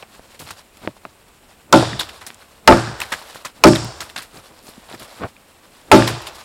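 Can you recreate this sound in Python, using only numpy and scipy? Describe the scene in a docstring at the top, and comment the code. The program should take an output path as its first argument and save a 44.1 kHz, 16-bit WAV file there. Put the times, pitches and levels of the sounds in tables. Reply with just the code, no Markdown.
"""Dry leaves rustle and twigs snap under shifting boots, over a faint forest hush.
Then an axe bites four times into a log lying on the leaves: the blade cracks in, fibres and chips tear,
the log rings in its bending modes and bounces. Chips and bark rain down after each blow.
The trunks answer with echoes and a long tail; the close microphone overloads on the blows."""
import sys
import numpy as np
from scipy import signal
from scipy.fft import rfft, irfft, next_fast_len
from scipy.io import wavfile
from scipy.ndimage import uniform_filter1d, map_coordinates

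SR = 44100
rng = np.random.default_rng(int(sys.argv[2]) if len(sys.argv) > 2 else 0)


def wav_out(sig):
    """Save sig, one row per channel (or a flat mono array), as 16-bit PCM at SR to the path in sys.argv[1]."""
    wavfile.write(sys.argv[1], SR, np.round(np.clip(np.atleast_2d(sig).T, -1, 1) * 32767).astype(np.int16))


N = 284004

# noise spectra: f/Hz, relative density/dB
AIR_SPECTRUM = [(12, -28), (20, 2.5), (70, -0.5), (141, -6.5), (172, -7), (203, -2), (292, -5.5), (317, -5),
                (524, -8.5), (2120, -15.5), (2570, -13), (4760, -25.5), (8090, -19.5), (9560, -22.5),
                (15800, -24)]  # forest air, microphone hiss
LEAF_SPECTRUM = [(290, -22), (500, 2), (1090, 3.5), (1710, -0.5), (2420, -2), (3730, -1.5), (4180, -1.5),
                 (5190, -6.5), (6270, -8.5), (11700, -16), (15800, -25.5)]  # dry leaves
SOIL_SPECTRUM = [(29, -42), (50, -5), (222, 3.5), (546, -3.5), (808, -4.5), (1160, -9), (1300, -7.5),
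                 (1720, -15.5), (2500, -17.5), (3250, -52.5), (5500, -120)]  # weight on soft ground
THUD_SPECTRUM = [(30, -61), (60, 6.5), (110, 10), (170, -1), (300, -35.5)]  # thud in the ground
FIBRE_SPECTRUM = [(410, -27.5), (700, 4.5), (897, -6), (1080, -1.5), (1340, -8.5), (1530, -14.5),
                  (1660, -13.5), (7610, -25.5), (15800, -45.5)]  # tearing fibres
TAIL_SPECTRUM = [(150, -41.5), (260, -9.5), (325, 3.5), (466, -2.5), (729, -3), (822, -4), (1450, -9),
                 (2150, -14), (4660, -11.5), (12900, -25.5), (15800, -43.5)]  # forest tail
# leaves shifting underfoot: t/s, level/dB
RUSTLE_LEVELS = [(0, -50), (.88, -51.5), (1.2, -56), (3.8, -65), (4.45, -53.5), (5.18, -45.5), (5.44, -55),
                 (5.75, -52), (6.44, -47)]
# chips tearing free of the log during a blow; chips, bark and boots crushing leaves:
# t/s, level/dB, t60/s, tilt/(dB/oct)
CRUNCHES = [(0.0248, -29.5, 0.058, -5.5), (.195, -35, 0.023, -11), (0.345, -40, 0.068, 4),
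            (0.3919, -34, 0.25, 8), (0.4718, -34, 0.063, 1), (0.5069, -24, 0.043, 4),
            (.7701, -36, .03, 4.5), (1.993, -16.5, 0.14, 3), (2.0099, -18, 0.035, 0.5),
            (2.0889, -30.5, 0.069, 3.5), (2.2106, -33.5, 0.14, 1.5), (2.2655, -25, .07, 7),
            (2.42, -45, .11, 1), (2.7237, -0.5, 0.07, -9), (3.0018, -16, 0.025, 5),
            (3.0128, -21.5, 0.13, 3), (3.1197, -15, .11, 2), (3.3461, -31, 0.12, 3),
            (3.4481, -22, 0.11, 2.5), (3.6697, -5, .048, 0.5), (3.7515, -19, 0.097, 1.5),
            (3.8452, -25.5, 0.018, 9), (4.0044, -23, 0.14, 4), (4.093, -34.5, .1, 4),
            (4.1609, -21.5, .059, 2), (4.1759, -26, .16, 3.5), (4.2195, -35, 0.15, 6),
            (4.9454, -28, 0.03, 2), (4.9959, -34.5, 0.076, 10), (5.9448, -12, 0.088, 2.5),
            (6.0725, -16, 0.14, 2.5), (6.0857, -35.5, 0.036, -12), (6.2157, -34.5, 0.062, 6),
            (6.2694, -23, 0.056, 3.5), (6.348, -39.5, 0.15, 8)]
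# twig snaps, chip ticks: t/s, level/dB, f/Hz, t60/s
TWIG_SNAPS = [(.026, -19.5, 2800, 0.004), (.195, -29, 750, 0.0069), (.346, -27, 597, 0.007),
              (.875, 2, 1800, 0.0014), (.875, -2.5, 473, 0.0087), (.967, -23, 890, 0.0038),
              (1.052, -10.5, 1160, 0.0042), (1.052, -22.5, 2610, 0.0065), (1.932, -13, 1840, 0.009),
              (2.304, -2.5, 2250, 0.00072), (2.345, -19, 7700, 0.0011), (3.0174, -8, 2580, 0.01),
              (3.037, -11, 1800, 0.0023), (3.1379, -7.5, 1690, 0.0051), (3.358, -6.5, 875, 0.002),
              (3.759, -6.5, 3700, 0.0076), (4.591, -29, 5030, .003), (4.688, -18.5, 303, 0.0073),
              (4.737, -28.5, 3500, .0022), (4.778, -28, 227, 0.039), (5.366, -32, 2440, 0.011),
              (5.995, -6, 1470, 0.0059), (6.023, -4, 1730, 0.0093), (6.271, -19.5, 2840, 0.011)]
# boots on litter: t/s, length/s, leaves/dB, leaf tilt/(dB/oct), scuff/dB, heel/dB
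BOOT_STEPS = [(.395, 0.041, -44.5, -0.5, -38, -26), (.455, 0.09, -40.5, 1, -47.5, -37),
              (.815, 0.06, -44, 0.5, -36.5, -34), (3.257, 0.092, -43, 2, -62, -51),
              (3.351, 0.037, -44, 3, -53, -57), (4.325, 0.085, -45, 4.5, -42, -36),
              (4.487, 0.062, -60, -17, -48, -55), (4.619, .11, -45.5, 8.5, -50, -47),
              (4.881, 0.086, -37.5, -1, -42.5, -37.5), (4.969, 0.097, -42.5, 3, -44.5, -40),
              (5.195, 0.08, -32, -6, -27, -29)]
# bending modes of the log: f/Hz, level/dB, t60/s
LOG_MODES = [(118.2, -15.5, 0.56), (148.4, -13, 0.32), (203.6, -6, 0.26), (262, -3.5, 0.23),
             (316.2, -6, 0.27), (341.8, -7, 0.3), (385.5, -3.5, 0.18), (474.7, -7, 0.12), (551, -6, 0.23),
             (609.6, -5, 0.23), (734, -19, 0.23), (775.4, -17.5, 0.3), (879, -1.5, 0.17),
             (1008, -14.5, 0.15), (1188, -25.5, 0.47), (1307, -1.5, 0.071), (1391, -18.5, 0.32),
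             (1470, -12.5, 0.11), (1680, -16, 0.025), (2284, -39.5, .06)]
# light taps on the log: t/s, level/dB, contact corner/Hz
LOG_TAPS = [(0.8754, -12, 710), (1.051, -25, 1880), (4.939, -19.5, 402)]
# log hitting the ground after a blow: delay/s, level/dB re ring
LOG_REBOUNDS = [(.12, -14), (.188, -10.5)]
# blows: t/s, ring/dB, damping factor, place along log (0-1), ring tilt/(dB/oct), crack/dB,
# tear/dB, tear t60/s, forest tail/dB, bite pitch/Hz, chip shower/dB
AXE_BLOWS = [(1.726, 1, 1.31, .31, 0, 3.5, -6.5, 0.29, -20, 3600, -45),
             (2.676, 0.5, 1.076, 0.41, -0.05, 13, -13, 0.25, -20, 1600, -36.5),
             (3.638, 0, 1.03, .23, -1.5, 11, -17.5, 0.098, -21, 6640, -46),
             (5.915, -2, 0.87, 0.37, -0.3, 3.5, 4.5, .13, -17, 2890, -52)]
# axe head and wood wedge, damped by the cut: f/Hz, width/Hz, level/dB
HEAD_MODES = [(1600, 480, -14), (2540, 470, -13.5), (3600, 570, -15.5), (4740, 440, -11.5),
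              (5440, 820, -8.5), (7500, 2600, -13), (9160, 1300, -11)]
# echoes off the nearest trees: delay/s, level/dB
TRUNK_ECHOES = [(.017, -15), (0.029, -16.5), (0.045, -9.5), (.064, -33.5), (.095, -16.5)]
# forest decay: f/Hz, t60/s
FOREST_DECAY = [(60, 0.55), (300, 0.75), (1000, 1.11), (3000, 0.88), (8000, 0.79), (15000, 0.24)]
# microphone port response: f/Hz, gain/dB
MIC_PORT = [(4600, 0), (5500, 1), (6100, -3), (6600, -1), (7300, 1.5), (8200, 1.5)]


def amp(db):
    """Decibels to gain."""
    return 10 ** (np.asarray(db) / 20)


def unit_rms(x):
    """x scaled to rms 1."""
    return x / np.sqrt(np.mean(x ** 2) + 1e-20)


def along(points, hz):
    """(f/Hz, value) points interpolated on a log axis."""
    knots_hz, values = np.transpose(points)
    return np.interp(np.log(hz + 1), np.log(knots_hz + 1), values)


def filtered(x, response):
    """x shaped by response(hz)."""
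    size = next_fast_len(x.shape[-1] + 8192)
    return irfft(rfft(x, size) * response(np.fft.rfftfreq(size, 1 / SR)), size)[..., :x.shape[-1]]


def noise(count, spectrum, tilt_db_oct=0, spiky_db=0):
    """Coloured noise, rms 1; spiky_db scatters larger grains."""
    grains = rng.standard_normal(count) * amp(spiky_db * np.minimum(rng.exponential(size=count), 4))
    colour = lambda hz: amp(along(spectrum, hz) + tilt_db_oct * np.log2((hz + 50) / 4000))
    return unit_rms(filtered(grains, colour))


def patchy(x, depth_db):
    """Random gain in patches of about 3 kHz by 2 ms: each leaf or splinter ticks at its own pitch."""
    bins = signal.stft(x, nperseg=96)[2]
    field = uniform_filter1d(rng.standard_normal(bins.shape), size=7, axis=0)
    field = unit_rms(uniform_filter1d(field, size=2, axis=1))
    return unit_rms(signal.istft(bins * amp(depth_db * field), nperseg=96)[1][:len(x)])


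def wobble(rate_hz):
    """Smooth random curve through knots at rate_hz."""
    knots = rng.standard_normal(int(N * rate_hz / SR) + 4)
    return map_coordinates(knots, [np.arange(N) * rate_hz / SR])


def add(track, at_s, sound):
    """Mixes sound into track."""
    part = track[max(round(at_s * SR), 0):][:len(sound)]
    part += sound[:len(part)]


def decay(t, t60_s):
    """Exponential fall."""
    return amp(-60 * t / t60_s)


def swell(t, rise_s, t60_s):
    """Exponential rise and fall."""
    return (1 - np.exp(-t / rise_s)) * decay(t, t60_s)


def hump(hz, centre_hz, width_hz):
    """Resonance gain, 1 at centre."""
    return 1 / (1 + ((hz - centre_hz) / (width_hz / 2)) ** 2)


def air():
    """Far hush, wavering slightly."""
    return amp(-52 + 0.27 * wobble(13)) * noise(N, AIR_SPECTRUM)


def litter(flight_s=0.29, crisp_share=0.36):
    """Leaves crackle underfoot and under the chip shower after each blow."""
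    t = np.arange(N) / SR
    level = amp(np.interp(t, *np.transpose(RUSTLE_LEVELS)))
    for at_s, *_, shower_db in AXE_BLOWS:
        add(level, at_s + flight_s, amp(shower_db) * swell(t, rise_s=0.094, t60_s=2.3))
    dull, crisp = (patchy(noise(N, LEAF_SPECTRUM, tilt, spiky_db=1.5), depth_db=3) for tilt in (-2.5, 4))
    flicker = amp(3.5 * wobble(32) + 0.86 * wobble(70))
    return level * flicker * (np.sqrt(1 - crisp_share) * dull + np.sqrt(crisp_share) * crisp)


def crunches(rise_s=0.0022, thud_db=-17.5):
    """Chips tear free of the log in a blow; chips, bark and boots crush leaves. Crackle plus thud."""
    out, t = np.zeros(N), np.arange(SR // 3) / SR
    for at_s, db, t60_s, tilt_db_oct in CRUNCHES:
        patch_hz = 1850 * 2 ** rng.normal(0, 0.45)
        crackle = noise(len(t), LEAF_SPECTRUM, tilt_db_oct, spiky_db=2.5)
        crackle = filtered(crackle, lambda hz: 0.54 + 0.88 * hump(hz, patch_hz, 1200))
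        envelope = swell(t, rise_s, t60_s) + 0.5 * decay(t, 0.0076)
        add(out, at_s, amp(db) * envelope * patchy(crackle, depth_db=3.5))
        add(out, at_s, amp(db + thud_db) * swell(t, rise_s, 1.42 * t60_s) * noise(len(t), SOIL_SPECTRUM))
    return out


def snaps():
    """Twigs and chips: one short resonance plus a faster-dying overtone, low-passed by the contact."""
    out, t = np.zeros(N), np.arange(SR // 8) / SR
    for at_s, db, hz, t60_s in TWIG_SNAPS:
        body = np.sin(2 * np.pi * hz * t) * decay(t, t60_s)
        overtone = 0.45 * np.sin(2 * np.pi * 1.4 * hz * t) * decay(t, 0.5 * t60_s)
        onset = (1 - np.exp(-t * hz / 0.19)) ** 2
        corner_hz = 3 * hz
        contact = lambda f: 1 / (1 + 1j * np.sqrt(2) * f / corner_hz - (f / corner_hz) ** 2) ** 2
        add(out, at_s, amp(db) * filtered((body + overtone) * onset, contact))
    return out


def boots():
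    """The sole presses and lifts: leaves crunch, soil scuffs, the heel thuds."""
    out, t = np.zeros(N), np.arange(SR // 4) / SR
    for at_s, length_s, leaves_db, tilt_db_oct, scuff_db, heel_db in BOOT_STEPS:
        count = round(length_s * SR)
        press = np.sin(np.pi * np.arange(count) / count) ** 0.83
        leaves = patchy(noise(count, LEAF_SPECTRUM, tilt_db_oct, spiky_db=7), depth_db=6)
        scuff = patchy(noise(count, SOIL_SPECTRUM, tilt_db_oct=1, spiky_db=2.5), depth_db=3)
        add(out, at_s, press * (amp(leaves_db) * leaves + amp(scuff_db) * scuff))
        heel = swell(t, 0.0082, 0.1) * noise(len(t), THUD_SPECTRUM)
        add(out, at_s + 0.54 * length_s, amp(heel_db) * heel)
    return out


def log_ring(t, drive, damping, rise_cycles, airborne_s, choke_db_per_s=700):
    """Bending modes build up, waver as the log rocks, and are choked once it lands."""
    hz, level_db, t60_s = np.transpose(LOG_MODES)[:, :, None]
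    rocking = uniform_filter1d(rng.standard_normal((len(hz), len(t))), size=900, axis=1)
    phase = 2 * np.pi * hz * t + 14 * rocking * np.sqrt((hz + 150) / 450)
    onset = (1 - np.exp(-t * hz / rise_cycles)) ** 2
    fall_db = -60 * t * damping / t60_s - choke_db_per_s * np.maximum(t - airborne_s, 0)
    return np.sum(drive * amp(level_db + fall_db) * onset * np.sin(phase), axis=0)


def knocks(rebound_corner_hz=160, rebound_damping=1.1, tap_damping=5.2):
    """Taps and rebounds: a soft contact drives the log modes below its corner."""
    out, t = np.zeros(N), np.arange(SR // 3) / SR
    mode_hz = np.transpose(LOG_MODES)[0][:, None]
    taps = [(*tap, tap_damping) for tap in LOG_TAPS]
    rebounds = [(at_s + delay_s, ring_db + db, rebound_corner_hz, rebound_damping)
                for at_s, ring_db, *_ in AXE_BLOWS for delay_s, db in LOG_REBOUNDS]
    for at_s, db, corner_hz, damping in rebounds + taps:
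        drive = 1 / (1 + (mode_hz / corner_hz) ** 4)
        add(out, at_s, amp(db) * log_ring(t, drive, damping, rise_cycles=0.81, airborne_s=0.065))
    return out


def axe():
    """The head swishes down, cracks in, tears fibres, rings the log, shakes the ground; trees answer."""
    out, t = np.zeros(N), np.arange(3 * SR // 2) / SR
    order = np.arange(1, len(LOG_MODES) + 1)[:, None]
    octaves = np.log2(np.transpose(LOG_MODES)[0][:, None] / 400)
    for (at_s, ring_db, damping, place, tilt_db_oct, crack_db,
         tear_db, tear_t60_s, tail_db, bite_hz, _) in AXE_BLOWS:
        drive = 1.44 + np.abs(np.sin(np.pi * order * place))  # weaker near a node
        drive *= amp(tilt_db_oct * octaves + rng.normal(0, 1.8, order.shape))
        ring = log_ring(t[:SR // 2], drive, damping, rise_cycles=3.86, airborne_s=0.27)
        add(out, at_s, amp(ring_db) * ring)
        fibres = axe_head(patchy(noise(len(t), FIBRE_SPECTRUM, spiky_db=0.5), depth_db=8.5), bite_hz)
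        add(out, at_s, fibres * (amp(crack_db) * decay(t, 0.026) + amp(tear_db) * decay(t, tear_t60_s)))
        for delay_s, echo_db in TRUNK_ECHOES:
            echo = swell(t[:2000], 0.0028, 0.017) * fibres[round(delay_s * SR) + 5000:][:2000]
            add(out, at_s + delay_s, amp(crack_db + echo_db) * echo)
        add(out, at_s, amp(tail_db) * axe_head(forest_tail(t), bite_hz))
        shudder = swell(t, 0.019, 0.98) * noise(len(t), THUD_SPECTRUM, tilt_db_oct=-11.5)
        add(out, at_s, amp(-26.5) * shudder)
        to_impact_s = t[:SR // 5][::-1]
        swish = decay(to_impact_s, 0.17) * noise(len(to_impact_s), SOIL_SPECTRUM)
        add(out, at_s - len(swish) / SR, amp(-37.5) * swish)
    return out


def axe_head(x, bite_hz, lift_db=19, reach_oct=0.45):
    """Head and wedge resonances colour x; those near the bite pitch are lifted."""
    nearness = lambda hz: np.exp(-(np.log2(hz / bite_hz) / reach_oct) ** 2)
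    modes = lambda hz: sum(amp(db + lift_db * nearness(mode_hz)) * hump(hz, mode_hz, width_hz)
                           for mode_hz, width_hz, db in HEAD_MODES)
    return filtered(x, lambda hz: 0.95 + modes(hz))


def forest_tail(t, rise_s=0.013):
    """Diffuse answer of the trunks; each frequency dies at its own rate."""
    scatter = patchy(noise(len(t), TAIL_SPECTRUM), depth_db=1.5)
    hz, frame_s, bins = signal.stft(scatter, SR, nperseg=256)
    bins *= decay(frame_s, along(FOREST_DECAY, hz)[:, None])
    tail = signal.istft(bins, SR, nperseg=256)[1][:len(t)]
    return tail * (1 - np.exp(-t / rise_s))


def scene():
    """All sources, mono."""
    return (air() + litter() + crunches() + snaps() + boots() + knocks() + axe())[None]


def record(dry, knee=14, low_cut_hz=33, roll_off_hz=14000, limit_hz=15900):
    """Port dip near 6 kHz, input overload on the blows, bass and treble trim, band limit."""
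    coloured = filtered(dry, lambda hz: amp(along(MIC_PORT, hz)))
    clipped = coloured / (1 + np.abs(coloured) ** knee) ** (1 / knee)
    trim = lambda hz: 1j * hz / (low_cut_hz + 1j * hz) / np.sqrt(1 + (hz / roll_off_hz) ** 4)
    return np.clip(filtered(clipped, lambda hz: trim(hz) * (hz < limit_hz)), -1, 1)


dry = scene()
out = record(dry)
wav_out(out)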